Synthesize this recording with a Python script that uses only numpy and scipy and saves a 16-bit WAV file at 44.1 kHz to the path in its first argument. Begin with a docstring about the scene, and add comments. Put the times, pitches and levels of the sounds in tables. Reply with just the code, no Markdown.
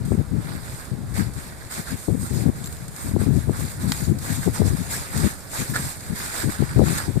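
"""On a beach of coarse sand, a walker leads a small dog just ahead of a hand-held camera.
Shoes and paws set off countless grain collisions, heard as a low crunch and a bright spray. Soles rasp
by friction, a twig fractures, and the metal clasp of the leash rings in short-lived modes.
Turbulent wind buffets mainly the left microphone port; faint surf lies behind."""
import sys
import numpy as np
from scipy import signal
from scipy.fft import rfft, irfft, next_fast_len
from scipy.io import wavfile
from scipy.ndimage import uniform_filter1d, map_coordinates

SR = 44100
rng = np.random.default_rng(int(sys.argv[2]) if len(sys.argv) > 2 else 0)


def generate_wav(signal):
    """Clip the signal to [-1, 1] and save it as 16-bit WAV at the path in sys.argv[1]."""
    frames = np.transpose(np.atleast_2d(signal))
    scaled = np.clip(frames, -1, 1) * 32767
    pcm = np.round(scaled).astype(np.int16)
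    wavfile.write(sys.argv[1], SR, pcm)


N = 317520

# Event levels are relative: each source adds its own gain.
# resonances and notches of the two port ducts: frequency_hz, left_db, right_db
PORT_RESPONSE = [(400, -6, -3.5), (1110, -9, -3.5), (1645, -7, -0.5), (2210, -6.5, -9.5),
                 (2970, -17.5, -17), (3660, -11.5, -7), (5170, -12.5, -5.5), (5860, -14, -10),
                 (6920, -1.5, -10.5), (8030, -7.5, -2), (8500, -8, 3), (9520, -11.5, -9.5),
                 (10600, -11, -9), (15500, -13, -11.5)]
# spectra of water and moving air: frequency_hz, gain_db
SURF_SPECTRUM = [(20, 3), (90, -3.5), (250, 0.5), (600, -3), (1500, -10.5), (3000, -13.5), (14000, -20.5)]
BREEZE_SPECTRUM = [(15, -20), (35, -9), (70, 5), (130, 6), (220, -6), (350, -15.5), (600, -45), (1500, -57),
                   (4000, -90)]
EDDY_SPECTRUM = [(15, -29), (40, -21), (70, 0), (135, 3), (250, -4), (370, -17), (600, -36), (1500, -67),
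                 (4000, -92)]
FLUTTER_SPECTRUM = [(150, -26), (350, 4.5), (480, -4.5), (700, -12.5), (1100, -28.5), (2000, -66),
                    (5000, -72)]
POP_SPECTRUM = [(100, -19), (330, 3.5), (480, -1), (750, 7.5), (1150, 8.5), (1700, -6), (4000, -35)]
# strength of the wind at the camera: time_s, level_db
BREEZE_LEVELS = [(0.0, -34), (0.36, -35), (0.68, -38), (0.94, -50), (1.14, -27.5), (1.46, -41),
                 (1.86, -45.5), (2.15, -51), (2.3, -35.5), (2.63, -38), (2.87, -38.5), (3.11, -50),
                 (3.23, -28), (3.31, -27), (3.57, -32), (4.43, -32), (4.61, -28), (4.87, -35.5),
                 (5.21, -41.5), (5.37, -46.5), (6.44, -42), (6.66, -31), (6.94, -31.5), (7.2, -35)]
# eddies that buffet a port: start_s, length_s, level_db, flutter_offset_db, port
EDDIES = [(0.0, 0.097, -21.5, -36, "left"), (0.104, 0.053, -14.5, -16.5, "left"),
          (0.113, 0.12, -37, -24, "right"), (0.178, 0.038, -12.5, -21, "left"),
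          (0.315, 0.09, -17, -18.5, "left"), (0.442, 0.14, -27.5, -24, "left"),
          (0.915, .039, -19.5, -19, "left"), (0.967, 0.085, -27, -53, "left"),
          (1.183, .048, -15.5, -22, "left"), (1.256, 0.046, -25.5, -22, "left"),
          (1.361, 0.031, -25, -32, "left"), (1.777, 0.028, -25.5, -19, "left"),
          (1.907, 0.052, -22, -19, "left"), (2.082, 0.074, -15, -15, "left"),
          (2.167, 0.082, -22, -35, "left"), (2.304, 0.14, -19, -14, "left"),
          (2.455, 0.045, -10.5, -14, "left"), (2.556, 0.11, -29.5, -39, "left"),
          (3.048, 0.077, -22.5, -19, "left"), (3.137, 0.038, -13.5, -28, "left"),
          (3.187, 0.056, -16.5, -19, "left"), (3.262, 0.13, -12.5, -20, "left"),
          (3.47, 0.05, -15, -14, "left"), (3.586, 0.069, -22, -17, "left"),
          (3.771, 0.08, -30, -30, "right"), (3.832, 0.091, -18, -23, "left"),
          (4.013, 0.023, -19, -34, "left"), (4.072, 0.059, -13.5, -21, "left"),
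          (4.132, 0.025, -28, -14, "right"), (4.142, .043, -23, -20, "left"),
          (4.28, 0.051, -19, -25, "left"), (4.376, 0.022, -19, -31, "left"),
          (4.461, 0.039, -13.5, -12.5, "left"), (4.595, 0.041, -11, -16, "left"),
          (4.643, 0.045, -13.5, -16.5, "left"), (4.7, 0.059, -15.5, -29, "left"),
          (4.785, 0.041, -20.5, -34, "left"), (5.147, 0.077, -18.5, -22, "left"),
          (5.23, 0.05, -12.5, -16.5, "left"), (5.591, 0.041, -21.5, -12, "left"),
          (5.687, 0.053, -22, -26, "left"), (5.751, 0.12, -27, -39, "left"),
          (5.78, 0.042, -34, -25, "right"), (6.099, 0.039, -20, -18, "left"),
          (6.436, 0.065, -16.5, -15.5, "left"), (6.594, 0.049, -12.5, -21, "left"),
          (6.695, 0.063, -29.5, -25, "right"), (6.759, 0.087, -10.5, -10, "left"),
          (6.856, 0.079, -17, -11.5, "left"), (6.953, 0.023, -23.5, -25, "right"),
          (7.078, 0.037, -17.5, -12, "left"), (7.157, .024, -12.5, -14.5, "left")]
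# the fiercest eddies bursting on the left port: start_s, level_db
POPS = [(0.119, -18), (2.084, -18), (2.102, -21), (2.465, -24), (3.164, -15.5), (3.215, -23), (3.266, -27),
        (3.495, -16), (4.477, -16), (4.485, -21.5), (4.618, -15), (5.244, -21.5), (6.624, -17.5),
        (6.794, -11.5), (6.827, -24), (7.168, -23)]
# modes of the leash clasp: pitch_hz, level_db
CLASP_MODES = [(4050, -7), (5050, -13), (6900, -1), (7650, 0), (10600, -3), (13300, -3)]
# clasp and ring touch: start_s, level_db
CLINKS = [(2.642, -23.5), (2.651, -32), (2.659, -25.5), (2.666, -32), (2.673, -25), (2.726, -26),
          (2.768, -32)]
# two quick cracks of the twig: start_s, level_db
SNAPS = [(3.9199, -12), (3.922, -19.5)]
# spectra of breaking wood and moving sand: frequency_hz, gain_db
TWIG_SPECTRUM = [(300, -20), (650, -13), (850, 6), (1150, -2), (1600, -6), (2900, 6.5), (4250, 3),
                 (5500, -1), (7200, 0), (9500, -14), (14000, -4)]
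BRUSH_SPECTRUM = [(3000, -42), (6800, -3), (7800, -6), (8300, 4), (9000, -3), (10500, -5), (14500, -3)]
SCUFF_SPECTRUM = [(500, -11), (1150, -12), (1450, 3.5), (1550, -6), (1660, 4), (1950, -7), (3000, -11),
                  (5000, -14), (14000, -18)]
TRICKLE_SPECTRUM = [(3000, -21), (7000, -20), (10000, 1), (14500, -9)]
SPRAY_SPECTRUM = [(500, -15), (1800, -3), (3500, -1), (8000, 0.5), (14500, 0.5)]
CRUNCH_SPECTRUM = [(100, 3), (400, -0.5), (900, 3.5), (2200, 2.5), (3200, -0.5), (5000, -2), (10000, -50)]
# paws brush the fine top layer: start_s, length_s, level_db
PAW_BRUSHES = [(0.06, 0.11, -46.5), (0.68, 0.13, -47), (1.36, 0.071, -50), (2.0, 0.24, -46.5),
               (2.2, 0.081, -40), (2.7, 0.059, -46), (2.99, .11, -41), (3.21, 0.036, -47),
               (4.28, 0.083, -49), (6.34, 0.24, -45), (6.93, 0.052, -38)]
# soles grind the packed sand: start_s, length_s, level_db
SOLE_SCUFFS = [(1.87, 0.043, -39), (3.205, 0.027, -49), (4.922, 0.025, -38), (5.74, 0.043, -28.5),
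               (5.757, 0.012, -29), (6.39, 0.056, -38.5), (6.95, 0.079, -40)]
# feet strike and throw grains: start_s, level_db, t60_s
KICKS = [(0.051, -39.5, 0.11), (1.141, -38, .12), (1.335, -39.5, 0.087), (1.709, -36.5, 0.41),
         (2.881, -34.5, 0.051), (2.963, -30.5, 0.031), (3.596, -32, 0.092), (4.186, -33, 0.073),
         (4.906, -33, 0.13), (5.175, -26, 0.051), (5.393, -37, .012), (6.007, -34, 0.026),
         (6.156, -34, .12), (6.976, -23.5, 0.045), (6.983, -21.5, 0.037)]
# shoes and paws sink in: start_s, rise_s, hold_s, spray_db, crunch_db, spray_left_minus_right_db
STEPS = [(0.0, 0.088, 0.098, -52, -51, 4), (0.308, 0.19, .07, -45, -43, -6),
         (0.564, .1, .19, -42.5, -45.5, -2.5), (1.03, .07, .02, -50, -57, -1),
         (1.125, 0.049, 0.021, -35, -37, 0), (1.324, 0.058, .1, -43.5, -45, 0),
         (1.5, 0.14, .03, -48, -50, -1), (1.683, 0.051, 0.052, -33.5, -39, 0),
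         (1.841, 0.04, 0.041, -37.5, -41.5, 0), (1.96, 0.016, 0.079, -40.5, -59, -2),
         (2.153, 0.093, 0.062, -40, -47, -4), (2.307, 0.047, 0.064, -37, -43, -1),
         (2.515, .05, 0.27, -45.5, -49.5, -1), (2.864, 0.16, 0.07, -38.5, -44.5, -0.5),
         (3.174, 0.042, .015, -37.5, -40.5, -3), (3.28, 0.089, 0.039, -40.5, -48.5, -3),
         (3.46, 0.14, 0.12, -36.5, -44, -2), (3.771, 0.051, 0.023, -36.5, -41.5, -1.5),
         (3.863, 0.032, 0.15, -33.5, -43, -1.5), (4.172, 0.11, 0.08, -32, -38.5, 0),
         (4.376, 0.07, 0.014, -33.5, -42.5, -1.5), (4.519, 0.029, 0.035, -34, -38.5, -5),
         (4.63, 0.036, 0.024, -33, -41, -3), (4.74, .03, 0.17, -38, -43.5, 1),
         (4.878, 0.055, 0.022, -27.5, -35.5, 0), (4.968, 0.034, 0.058, -38, -42.5, -2),
         (5.056, 0.14, 0.085, -31.5, -36, -4), (5.473, 0.12, 0.022, -28.5, -35, 1),
         (5.638, 0.051, .02, -35.5, -43, -2), (5.722, 0.038, 0.14, -31.5, -40.5, -4),
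         (5.972, 0.072, 0.15, -44, -46.5, -2), (6.104, 0.12, 0.058, -31.5, -36, -0.5),
         (6.268, .11, 0.038, -29.5, -34.5, -4.5), (6.474, .03, .025, -36, -37, -5),
         (6.554, .04, 0.22, -44, -42.5, 0), (6.799, 0.092, 0.098, -31, -34.5, 0.5),
         (6.98, 0.021, 0.052, -45, -38.5, -20)]


def amp(db):
    """Amplitude ratio of a level in decibels."""
    return 10 ** (np.asarray(db) / 20)


def unit(x):
    """Normalisation to rms 1."""
    return x / np.sqrt(np.mean(x ** 2) + 1e-20)


def wobble(knots_per_s):
    """Smooth random modulation: a spline through Gaussian knots."""
    knots = rng.standard_normal(int(N * knots_per_s / SR) + 4)
    return map_coordinates(knots, [np.arange(N) * knots_per_s / SR])


def gain(spectrum, hz):
    """Magnitude response, interpolated in log frequency for each level column."""
    points_hz, *columns = np.transpose(spectrum)
    return amp(np.squeeze([np.interp(np.log(hz + 1), np.log(points_hz), db) for db in columns]))


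def filtered(x, response):
    """Linear filtering: multiplication in the frequency domain."""
    size = next_fast_len(N + 8192, real=True)
    hz = np.fft.rfftfreq(size, 1 / SR)
    return irfft(rfft(x, size) * response(hz), size)[..., :N]


def coloured(x, spectrum):
    """Zero-phase spectral shaping."""
    return filtered(x, lambda hz: gain(spectrum, hz))


def at_ports(pair, spectrum, correlation, lag_s=0):
    """Two independent signals mix and pass the duct resonances; the left leads by lag_s."""
    angle = np.arccos(correlation) / 2
    mixed = np.cos(angle) * pair[0] + np.sin(angle) * np.array([pair[1], -pair[1]])
    lead_s = np.array([[lag_s], [-lag_s]]) / 2

    def response(hz):
        return gain(spectrum, hz) * gain(PORT_RESPONSE, hz) * np.exp(2j * np.pi * hz * lead_s)
    return filtered(mixed, response)


def add_gated(track, source, start_s, length_s, db, edge_s):
    """Windowing: add a soft-edged burst with the energy of rms level db held for length_s."""
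    end_s = start_s + length_s
    i = np.arange(max(int((start_s - edge_s) * SR), 0), min(int((end_s + edge_s) * SR), N))
    inside_s = np.minimum(i / SR - start_s, end_s - i / SR)
    gate = .5 + .5 * np.sin(np.pi / 2 * np.clip(inside_s / edge_s, -1, 1))
    burst = gate * source[i]
    track[i] += amp(db) * burst * np.sqrt(length_s * SR / (np.sum(burst ** 2) + 1e-12))


def impacts(rows):
    """Impulsive excitation: stereo noise starts at once and decays exponentially."""
    t = np.arange(SR // 4) / SR
    out = np.zeros((2, N + SR))
    for start_s, db, t60_s in rows:
        decay = amp(db - 60 * t / t60_s)
        out[:, round(start_s * SR):][:, :len(t)] += decay * rng.standard_normal((2, len(t)))
    return out[:, :N]


def surf(level_db=-44.5, heave_db=-0.3):
    """Distant waves sum incoherently to a dull wash that heaves slightly."""
    wash = unit(at_ports(rng.standard_normal((2, N)), SURF_SPECTRUM, correlation=0.62))
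    return wash * amp(level_db + heave_db * wobble(0.85))


def turbulence(spectrum, span_s):
    """Random pressure of turbulent air, held near rms 1 over each span."""
    pressure = coloured(rng.standard_normal(N), spectrum)
    power = np.abs(uniform_filter1d(pressure ** 2, int(span_s * SR)))
    return pressure / np.sqrt(power + 1e-12)


def wind(exposed_db=4, sheltered_db=-39.5, sheltered_share=0.19):
    """Turbulent flow rumbles over both ports; eddies thump, and flow separation flutters higher up."""
    breeze_db = np.interp(np.arange(N) / SR, *np.transpose(BREEZE_LEVELS))
    right_db = sheltered_db + sheltered_share * (breeze_db - breeze_db.mean())
    left = turbulence(BREEZE_SPECTRUM, span_s=0.06) * amp(breeze_db + exposed_db + 2.7 * wobble(35))
    right = turbulence(BREEZE_SPECTRUM, span_s=0.24) * amp(right_db + 4.6 * wobble(25))
    thump = turbulence(EDDY_SPECTRUM, span_s=0.0292)
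    flutter = turbulence(FLUTTER_SPECTRUM, span_s=0.014) * amp(4.3 * wobble(170))
    for start_s, length_s, db, flutter_db, port in EDDIES:
        track = left if port == "left" else right
        add_gated(track, thump, start_s, length_s, db - .3, edge_s=0.0077)
        add_gated(track, flutter, start_s, length_s, db + flutter_db, edge_s=0.0061)
    # the ports pass little of the deepest rumble
    return coloured(np.array([left, right]), [(20, -8), (45, 0.5), (90, -0.5)])


def eddy_pops(ring_hz=350, rise_s=0.0013, gain_db=9):
    """A collapsing eddy is a pressure transient: one or two sharp swings at the left port."""
    t = np.arange(SR // 40) / SR
    swell = t / rise_s * np.exp(1 - t / rise_s)
    left = np.zeros(N + SR)
    for (start_s, db), detune in zip(POPS, rng.standard_normal(len(POPS))):
        swing = np.sin(2 * np.pi * ring_hz * (1 + 0.079 * detune) * t)
        left[round(start_s * SR):][:len(t)] += amp(db + gain_db) * swell * swing
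    return np.array([coloured(left[:N], POP_SPECTRUM), np.zeros(N)])


def leash(t60_s=0.022, pitch_spread=0.052, spread_db=2, rattle_db=-4, gain_db=-6.5):
    """Modal ringing: each touch excites the clasp a little differently, and loose parts rattle."""
    t = np.arange(SR // 10) / SR
    mode_hz, mode_db = np.transpose(CLASP_MODES)[:, :, None]
    out = np.zeros((2, N))
    for start_s, db in CLINKS:
        detune, strength = rng.standard_normal((2, len(mode_hz), 1))
        phase = rng.random((2, len(mode_hz), 1))
        modes = np.sin(2 * np.pi * (mode_hz * (1 + pitch_spread * detune) * t + phase))
        ring = np.sum(amp(mode_db + spread_db * strength) * modes, axis=1)
        ring += amp(rattle_db) * rng.standard_normal((2, len(t)))
        out[:, round(start_s * SR):][:, :len(t)] += amp(db + gain_db - 60 * t / t60_s) * ring
    return out


def twig(t60_s=0.017, gain_db=9):
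    """Brittle fracture: dry wood cracks and is damped at once by the sand."""
    cracks = impacts([(start_s, db, t60_s) for start_s, db in SNAPS])
    return amp(gain_db) * at_ports(cracks, TWIG_SPECTRUM, correlation=0.4)


def grains(per_s, spread_db):
    """Shot noise of grain collisions: two uncorrelated trains that share their instants."""
    hits = np.flatnonzero(rng.random(N) < per_s / SR)
    draws = rng.standard_normal((len(hits), 3)).T
    sizes = amp(spread_db * np.minimum(draws[0], 2))
    trains = np.zeros((2, N))
    trains[:, hits] = sizes * draws[1:]
    return unit(trains)


def patchy(x, depth_db):
    """Spectral modulation: each clump has its own grain sizes, so the colour keeps shifting."""
    spectra = signal.stft(x, nperseg=256)[2]
    field = rng.standard_normal(spectra.shape[1:])
    field = uniform_filter1d(field, size=5, axis=0)  # smooth over frequency
    field = uniform_filter1d(field, size=9, axis=1)  # and over time
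    return signal.istft(spectra * amp(depth_db * unit(field)), nperseg=256)[1][:, :N]


def slides(rows, spectrum, correlation, right_bias_db):
    """Sliding friction: a foot rubs the grains into a brief rasp."""
    rasp = at_ports(grains(per_s=5000, spread_db=-1.5), spectrum, correlation, lag_s=.0001)
    left, right = np.zeros((2, N))
    for start_s, length_s, db in rows:
        add_gated(left, rasp[0], start_s, length_s, db - right_bias_db / 2, edge_s=length_s / 5)
        add_gated(right, rasp[1], start_s, length_s, db + right_bias_db / 2, edge_s=length_s / 5)
    return np.array([left, right])


def kicks(gain_db=9.5):
    """Momentum transfer: a striking foot throws a sudden shower of grains."""
    return amp(gain_db) * at_ports(impacts(KICKS), SPRAY_SPECTRUM, correlation=0.39, lag_s=.0001)


def tread(age_s, rise_s, hold_s, sag_db_per_s=7.5, release_db_per_s=157, settle_db_per_s=8.5):
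    """Loading and relaxation set the gain of a step: the weight comes on, rests and lifts."""
    press = np.sin(np.pi / 2 * np.clip(age_s / rise_s, 0, 1)) ** 2
    resting_s = np.clip(age_s - rise_s, 0, hold_s)
    lifted_s = np.maximum(age_s - rise_s - hold_s, 0)
    release = amp(-release_db_per_s * lifted_s)
    settle = amp(-17 - settle_db_per_s * lifted_s)  # the rim of the print keeps caving in
    return press * amp(-sag_db_per_s * resting_s) * np.maximum(release, settle)


def step_levels(floor_db=-57):
    """Incoherent steps add in power, giving the levels in dB of spray (left, right) and crunch."""
    t = np.arange(N) / SR
    power = np.full((3, N), amp(floor_db) ** 2)
    for start_s, rise_s, hold_s, spray_db, crunch_db, pan_db in STEPS:
        sizes = amp([[spray_db + pan_db / 2], [spray_db - pan_db / 2], [crunch_db]])
        i = round(start_s * SR)
        power[:, i:] += (sizes * tread(t[i:] - start_s, rise_s, hold_s)) ** 2
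    level_db = 10 * np.log10(power)
    return level_db[:2], level_db[2]


def footsteps():
    """Granular collisions: grains under load crunch low in pitch, while thrown grains spray and hiss."""
    spray_db, crunch_db = step_levels()
    pressed = patchy(grains(per_s=5000, spread_db=2.5), depth_db=2.5)
    crunch = unit(at_ports(pressed, CRUNCH_SPECTRUM, correlation=0.42, lag_s=0.00036))
    crunch *= amp(crunch_db + 3)
    thrown = patchy(grains(per_s=14000, spread_db=0.5), depth_db=2)
    spray = at_ports(thrown, SPRAY_SPECTRUM, correlation=0.37, lag_s=0.000515)
    spray *= amp(spray_db - 0.1) / np.std(spray, axis=1, keepdims=True)
    # loose grains trickle back into the prints, ticking brightly even between steps
    loose = grains(per_s=2200, spread_db=-0.5)
    trickle = unit(at_ports(loose, TRICKLE_SPECTRUM, correlation=0.093))
    trickle *= amp(0.57 * spray_db.mean(axis=0) - 24)
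    return crunch + spray + trickle


def scene():
    """Superposition of surf, wind and the walk at the two ports."""
    background = surf() + wind() + eddy_pops()
    paws = slides(PAW_BRUSHES, BRUSH_SPECTRUM, correlation=0.15, right_bias_db=5)
    soles = slides(SOLE_SCUFFS, SCUFF_SPECTRUM, correlation=0.75, right_bias_db=4)
    return background + leash() + twig() + paws + soles + kicks() + footsteps()


def record(dry, ceiling=.95, top_hz=14680):
    """Soft saturation in the camera rounds the largest peaks; its band limit removes the top treble."""
    rounded = dry / (1 + np.abs(dry / ceiling) ** 6) ** (1 / 6)
    return filtered(rounded, lambda hz: hz < top_hz)


dry = scene()
out = record(dry)
generate_wav(out)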